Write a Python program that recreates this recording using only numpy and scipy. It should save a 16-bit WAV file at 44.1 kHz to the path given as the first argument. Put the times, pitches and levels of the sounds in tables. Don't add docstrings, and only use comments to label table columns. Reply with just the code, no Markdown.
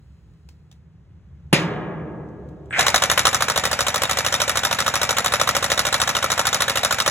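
import sys
import numpy as np
from scipy import signal
from scipy.fft import rfft, irfft, next_fast_len
from scipy.io import wavfile
from scipy.ndimage import uniform_filter1d

SR = 44100
rng = np.random.default_rng(int(sys.argv[2]) if len(sys.argv) > 2 else 0)


def unload_wav(signal):
    wavfile.write(
        sys.argv[1],
        SR,
        np.round(np.clip(np.atleast_2d(signal).T, -1, 1) * 32767).astype(np.int16),
    )


N = 313282


def amp(db):
    return 10 ** (np.asarray(db) / 20)


def evened(x):
    return x / np.sqrt(np.mean(x ** 2) + 1e-20)


def read(points, hz):
    point_hz, value = np.transpose(points)
    return np.interp(np.log(hz + 1), np.log(point_hz + 1), value)


def level(rows):
    return amp(np.interp(np.arange(N) / SR, *np.transpose(rows)))


def add(mix, start_s, sound):
    start = max(round(start_s * SR), 0)
    part = mix[:, start:][:, :sound.shape[-1]]
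    part += sound[..., :part.shape[1]]


def fade(t, t60):
    return np.exp(-np.log(1000) * t / t60)


def ripple(width_hz, hz, count=1):
    size = max(round(width_hz / hz[1]), 1)
    smooth = uniform_filter1d(rng.standard_normal((count, 1, len(hz))), size)
    return evened(uniform_filter1d(smooth, size))


# frequency in Hz, share from 0 to 1.
PORT_LIKENESS = [(150, .96), (800, .82), (2400, .72), (14000, .84)]


def noise(colour, size, count=1, modes_db=0, mode_hz=50, vary_db=0):
    full = next_fast_len(size)
    hz = np.fft.rfftfreq(full, 1 / SR)
    z = rfft(rng.standard_normal((count, 3, full)))
    alike = np.clip(read(PORT_LIKENESS, hz), 0, 1)
    z = np.sqrt(alike) * z[:, :1] + np.sqrt(1 - alike) * z[:, 1:]
    modes = modes_db * ripple(mode_hz, hz)
    tint = vary_db * ripple(980, hz, count=count)
    db = read(colour, hz) + modes + tint
    return evened(irfft(z * amp(db), full)[..., :size])


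def bursts(colour, rise, t60, tail_db, tail_t60, count=1, size=6000):
    t = np.arange(size) / SR
    decay = np.hypot(fade(t, t60), amp(tail_db) * fade(t, tail_t60))
    shape = (1 - np.exp(-t / rise)) * decay
    return noise(colour, size, count=count, modes_db=2.5, mode_hz=55.6, vary_db=1.9) * shape


# frequency in Hz, relative level in dB per Hz.
RUMBLE_COLOUR = [(40, -14), (70, 2), (100, -5.5), (160, -3), (250, -24), (350, -24), (700, -35.5),
                 (1600, -38), (3000, -46), (4800, -53), (6500, -53), (15000, -72.5)]
# time in seconds, level in dB.
RUMBLE_LEVEL = [(0, -47), (.9, -47.5), (1.6, -44), (2.6, -43), (7.1, -50)]


def rumble():
    return level(RUMBLE_LEVEL) * noise(RUMBLE_COLOUR, N)[0]


# start in seconds, level in dB before a common 10.5 dB cut.
TICK_TIMES = [(0.3364, -56), (0.4883, -32), (0.7143, -36.5), (0.725, -41), (2.2874, -50), (2.488, -44),
              (2.6574, -46)]
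# frequency in Hz, relative level in dB per Hz.
TICK_COLOUR = [(300, -4), (1500, -6), (3300, 1), (7000, -4), (11000, -12.5), (15000, -16.5)]
# time in seconds, level in dB.
RUSTLE_LEVEL = [(0, -73.5), (.6, -77), (1, -87.5), (2.7, -80)]


def ticks():
    out = level(RUSTLE_LEVEL) * noise(TICK_COLOUR, N, modes_db=4.5, mode_hz=250)[0]
    touches = bursts(TICK_COLOUR, rise=0.00032, t60=0.026, tail_db=-16.0, tail_t60=0.21,
                     count=len(TICK_TIMES))
    for (start_s, db), touch in zip(TICK_TIMES, touches):
        add(out, start_s, amp(db - 10.5) * touch)
    return out


# frequency in Hz, relative level in dB per Hz.
SNAP_COLOUR = [(50, -15.5), (170, -2), (300, 0), (700, -10), (1500, -4.5), (2600, -7.5), (4500, -21.5),
               (7000, -22), (10000, -18), (13000, -31.5), (15500, -46.5)]
CLATTER_COLOUR = [(80, -16.5), (200, -16), (600, 1), (1200, -11.5), (2300, 1.5), (4000, -12), (7000, -13.5),
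                  (11000, -28), (15000, -44.5)]
BOOM_COLOUR = [(40, -39), (80, -9), (170, 4.5), (260, -3.5), (450, -1.5), (620, -8), (780, -8.5),
               (1000, -7), (1700, -12), (2600, -16.5), (4000, -24), (8000, -57)]
# frequency in Hz, t60 in seconds.
BOOM_DECAY = [(80, 3.1), (400, 4.47), (1000, 2.15), (1800, 1.7), (3000, 1.19), (6000, 0.34)]
# frequency in Hz, level in dB, t60 in seconds.
DECK_MODES = [(167, -24, 1.6), (317, -36, 2.6), (480, -31, 1.4), (566, -35, 2.0), (683, -41, 1.7),
              (851, -38, 1.8), (1653, -36, 2.0)]
DECK_START_S, HEAVE_HZ = 1.5283, 168


def deck():
    size = 3 * SR
    t = np.arange(size) / SR
    snap = bursts(SNAP_COLOUR, rise=0.0003, t60=0.072, tail_db=-31, tail_t60=0.11, size=size)[0]
    heave = np.sin(2 * np.pi * HEAVE_HZ * t) * np.exp(-((t - .009) / 0.0056) ** 2)
    clatter = bursts(CLATTER_COLOUR, rise=0.0049, t60=0.26, tail_db=-23.5, tail_t60=.7, size=size)[0]
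    impact = amp(-7) * snap + amp(-6.5) * heave + amp(-12.5) * clatter
    steady = noise(BOOM_COLOUR, size, modes_db=3.0, mode_hz=17.0)[0]
    hz, s, z = signal.stft(steady, SR, nperseg=512)
    z = z * fade(s, read(BOOM_DECAY, hz)[:, None])
    boom = signal.istft(z, SR, nperseg=512)[1][:, :size]
    modes = sum(amp(db) * fade(t, t60) * np.sin(2 * np.pi * (mode_hz * t + rng.random()))
                for mode_hz, db, t60 in DECK_MODES)
    resonance = (amp(-22.5) * boom + modes) * (1 - np.exp(-t / 0.0042))
    mix = np.zeros((2, N))
    add(mix, DECK_START_S, impact + resonance)
    return mix


FIRST_BLOW_S = 2.808
CATCH_LEAD_S = .0163
# start in seconds, level in dB.
GEAR_KNOCKS = [(2.7081, -24), (2.7262, -22)]


def spin_up(start_db, peak_db, bend, run_db, settle_s):
    t = np.arange(N) / SR
    meshed_s, caught_s = GEAR_KNOCKS[-1][0], FIRST_BLOW_S - CATCH_LEAD_S
    progress = np.clip((t - meshed_s) / (caught_s - meshed_s), 0, 1)
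    swell = start_db + (peak_db - start_db) * progress ** bend
    settle = (run_db - peak_db) * (1 - np.exp(-np.maximum(t - caught_s, 0) / settle_s))
    return amp(swell + settle) * (t >= meshed_s)


# frequency in Hz, relative level in dB per Hz.
WHIRR_COLOUR = [(300, -19), (1000, -17), (1400, 7.5), (2200, 4.5), (2700, -8), (3300, -15), (4500, -40),
                (9000, -41), (15000, -55)]
GRIND_COLOUR = [(50, -45), (90, -15), (200, -7.5), (310, -15.5), (550, 0.5), (780, 3), (1000, -2),
                (1350, -7.5), (2400, -2), (4000, -12), (8000, -13.5), (15000, -43.5)]
TRIGGER_S = 2.701
WHIRR_HIGH_RATIO, WHIRR_SAG_S = .25, .03
WHINE_HZ, WHINE_DB, WHINE_T60_S = 8000, -43.5, .5


def motor():
    t = np.arange(N) / SR
    since_knock = np.maximum(t - GEAR_KNOCKS[-1][0], 0)
    speed = 1 + WHIRR_HIGH_RATIO * np.exp(-since_knock / WHIRR_SAG_S) * (t > TRIGGER_S)
    position = np.cumsum(speed) % N
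    whirr = np.array([np.interp(position, np.arange(N), port) for port in noise(WHIRR_COLOUR, N)[0]])
    grind = noise(GRIND_COLOUR, N)[0]
    out = spin_up(start_db=-28.5, peak_db=-20.5, bend=.4, run_db=-38.5, settle_s=.08) * whirr
    out += spin_up(start_db=-47, peak_db=-19, bend=1.6, run_db=-32.5, settle_s=.06) * grind
    since_trigger = np.maximum(t - TRIGGER_S, 0)
    whine_gain = amp(WHINE_DB) * (1 - np.exp(-since_trigger / .005)) * fade(since_trigger, WHINE_T60_S)
    wander_rad = 0.67 * evened(uniform_filter1d(rng.standard_normal(N), 120))
    out += whine_gain * np.sin(2 * np.pi * WHINE_HZ * t + wander_rad)
    for start_s, db in GEAR_KNOCKS:
        knock = bursts(WHIRR_COLOUR, rise=.0003, t60=0.014, tail_db=-9, tail_t60=0.137)[0]
        add(out, start_s, amp(db) * knock)
    return out


# time in seconds, strokes per second, main blow level in dB.
DRIVE_CURVE = [(2.81, 13.65, -12.5), (2.88, 12.84, -12.1), (3.04, 12.85, -12.0), (3.25, 13.07, -11.6),
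               (3.6, 12.99, -13.1), (3.95, 13.18, -14.2), (4.6, 12.86, -13.2), (4.82, 13.22, -14.4),
               (5.25, 13.01, -12.9), (5.95, 13.45, -13.6), (6.15, 13.21, -15.9), (6.5, 13.22, -14.2),
               (7.0, 13.08, -13.6)]
ALTERNATE_DB, BLOW_SPREAD_DB = 0.27, 0.9


def strokes():
    s, rate, db = np.transpose(DRIVE_CURVE)
    times = [FIRST_BLOW_S]
    while times[-1] < N / SR:
        times.append(times[-1] + 1 / np.interp(times[-1], s, rate))
    times = np.array(times[:-1])
    alternate = ALTERNATE_DB * (-1) ** np.arange(len(times))
    uneven = alternate + BLOW_SPREAD_DB * rng.standard_normal(len(times))
    return np.transpose([times, np.interp(times, s, db) + uneven])


# delay from the main blow in seconds, length in seconds,
# start pitch in Hz, pitch approached in Hz, glide time constant in seconds, mean level in dB.
THUD_GLIDES = [(-.0284, .031, 235, 60, .0105, -34.5), (.005, .021, 450, 62, .0052, -30),
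               (.024, .016, 300, 170, .012, -38)]


def thuds(beats):
    out = np.zeros((2, N))
    for delay, length, start_hz, end_hz, glide, db in THUD_GLIDES:
        t = np.arange(0, length, 1 / SR)
        pitch_hz = end_hz + (start_hz - end_hz) * np.exp(-t / glide)
        turns = np.cumsum(pitch_hz) / SR
        thud = np.sin(2 * np.pi * turns) * signal.windows.tukey(len(t), .5)
        for (blow_s, _), loud in zip(beats, rng.standard_normal(len(beats))):
            add(out, blow_s + delay, amp(db + loud) * thud)
    return out


# frequency in Hz, relative level at a catch in dB, relative level at a blow in dB, t60 in seconds.
PILE_MODES = [(551, -7.5, -13.5, 0.038), (768, -11, -19.5, 0.048), (931, -15, -15, 0.044),
              (1100, -8.5, -24, 0.043), (1270, -21.5, -4, 0.021), (1338, -7.5, -8.5, 0.022),
              (1439, -9, -26.5, 0.07), (1720, -11, -17, 0.044), (1918, -13, -11.5, 0.029),
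              (2320, -37, -23.5, 0.18), (3677, -12.5, -10.5, .035), (3777, -14, -12, 0.039),
              (5538, -5.5, -8, 0.021), (5840, -29, -7.5, 0.018), (7010, -23, -26, 0.16),
              (7380, -41, -18.5, 0.055)]


def rings(axis, count, spread_db, jitter_s, size=6000):
    modes, t = np.array(PILE_MODES), np.arange(size) / SR
    loud, late = rng.standard_normal((2, count, len(modes)))
    phase = 2 * np.pi * modes[:, 0] * jitter_s * late
    start = amp(modes[:, axis] + spread_db * loud) * np.exp(1j * phase)
    decay = fade(t, modes[:, 3:]) * (1 - np.exp(-t / 0.00066))
    waves = np.exp(2j * np.pi * modes[:, :1] * t) * decay
    return (start @ waves).imag[:, None]


# frequency in Hz, relative level in dB per Hz.
CATCH_COLOUR = [(200, -24.5), (350, -26), (520, -13), (1100, -7), (1600, -11.5), (2800, -12), (3800, -9),
                (4600, -21.5), (6500, -14.5), (8500, -18), (10000, -23.5), (12500, -24), (15500, -34)]
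BLOW_COLOUR = [(200, -30), (320, -22.5), (550, -8.5), (900, -11.5), (1280, -3.5), (1600, -9.5),
               (2000, -8.5), (3000, -11.5), (5500, -13), (6500, -13), (8500, -19.5), (11000, -17.5),
               (15500, -34)]
CRACK_COLOUR = [(1000, -21), (3000, -41), (5600, 3), (11000, -4), (15500, -10)]
# mean delay after the main blow in seconds, mean level in dB against the blow,
# t60 in seconds, delay scatter in seconds.
REBOUND_CLACKS = [(.0088, -5.5, 0.027, .0009), (0.0196, -5.5, 0.028, .0005), (0.0256, -14.5, .03, .001),
                  (.0395, -19.5, 0.045, 0.001)]
BITE_DB, TURNING_DB, BREAKAWAY_S, CATCH_SPREAD_DB = -11.5, -16, 3.3, 0.93
CRACK_SPREAD_DB = 1.6


def hammer(beats):
    out, count = np.zeros((2, N)), len(beats)
    catches = amp(3.0) * bursts(CATCH_COLOUR, rise=0.0013, t60=0.031, tail_db=-4.5, tail_t60=0.074,
                                count=count)
    catches += amp(2.5) * rings(axis=1, count=count, spread_db=2.5, jitter_s=.00008)
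    blows = amp(5.0) * bursts(BLOW_COLOUR, rise=0.001, t60=0.02, tail_db=-6.5, tail_t60=0.064, count=count)
    square_db = CRACK_SPREAD_DB * rng.uniform(-np.sqrt(3), np.sqrt(3), (count, 1, 1))
    cracks = bursts(CRACK_COLOUR, rise=0.00041, t60=0.006, tail_db=-28, tail_t60=.03, count=count)
    blows += amp(7 + square_db) * cracks
    blows += amp(3.5) * rings(axis=2, count=count, spread_db=3.0, jitter_s=.00009)
    for (blow_s, blow_db), catch, blow, loud in zip(beats, catches, blows, rng.standard_normal(count)):
        mean_db = BITE_DB if blow_s < BREAKAWAY_S else TURNING_DB
        add(out, blow_s - CATCH_LEAD_S, amp(mean_db + CATCH_SPREAD_DB * loud) * catch)
        add(out, blow_s, amp(blow_db) * blow)
    for delay, db, t60, scatter in REBOUND_CLACKS:
        clacks = bursts(BLOW_COLOUR, rise=0.00054, t60=t60, tail_db=-22, tail_t60=.07, count=count)
        clacks += amp(0.5) * rings(axis=2, count=count, spread_db=4.0, jitter_s=0.00013)
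        for (blow_s, blow_db), clack, (late, loud) in zip(beats, clacks, rng.standard_normal((count, 2))):
            add(out, blow_s + delay + scatter * late, amp(blow_db + db + 1.8 * loud) * clack)
    return out


def yard(x, t60, size=22050):
    t = np.arange(size) / SR
    colour = [(100, -19), (600, -4.5), (2000, -3.5), (7000, -8.5), (15000, -16)]  # Hz, dB per Hz
    tail = noise(colour, size)[0] * fade(t, t60) * (1 - np.exp(-t / 0.0094))
    return signal.fftconvolve(x, tail / np.linalg.norm(tail[0]), axes=1)[:, :N]


def scene():
    beats = strokes()
    tool = hammer(beats)
    echoes = amp(-21.5) * yard(tool, t60=0.25)
    return rumble() + ticks() + deck() + motor() + thuds(beats) + echoes + tool


# frequency in Hz, lead of left over right in radians.
PORT_LEAD = [(0, 0), (300, -.25), (850, .7), (1100, -.35), (2000, 0), (2350, 1.4), (3900, 1.45),
             (4700, 3.14), (15400, 18.85)]
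BASS_HZ, EDGE_HZ = 46, 16050


def record(dry):
    size = next_fast_len(N + 2000)
    hz = np.fft.rfftfreq(size, 1 / SR)
    lag = np.interp(hz, *np.transpose(PORT_LEAD))
    z = rfft(dry, size) * hz ** 4 / np.hypot(hz ** 4, BASS_HZ ** 4)
    ports = irfft(z * [np.ones(len(hz)), np.exp(-1j * lag)], size)[:, :N]
    held = np.clip(ports, -1, 1)
    lowpass = signal.firwin(511, EDGE_HZ, window=("kaiser", 9), fs=SR)
    return signal.oaconvolve(held, lowpass[None], "same")


dry = scene()
out = record(dry)
unload_wav(out)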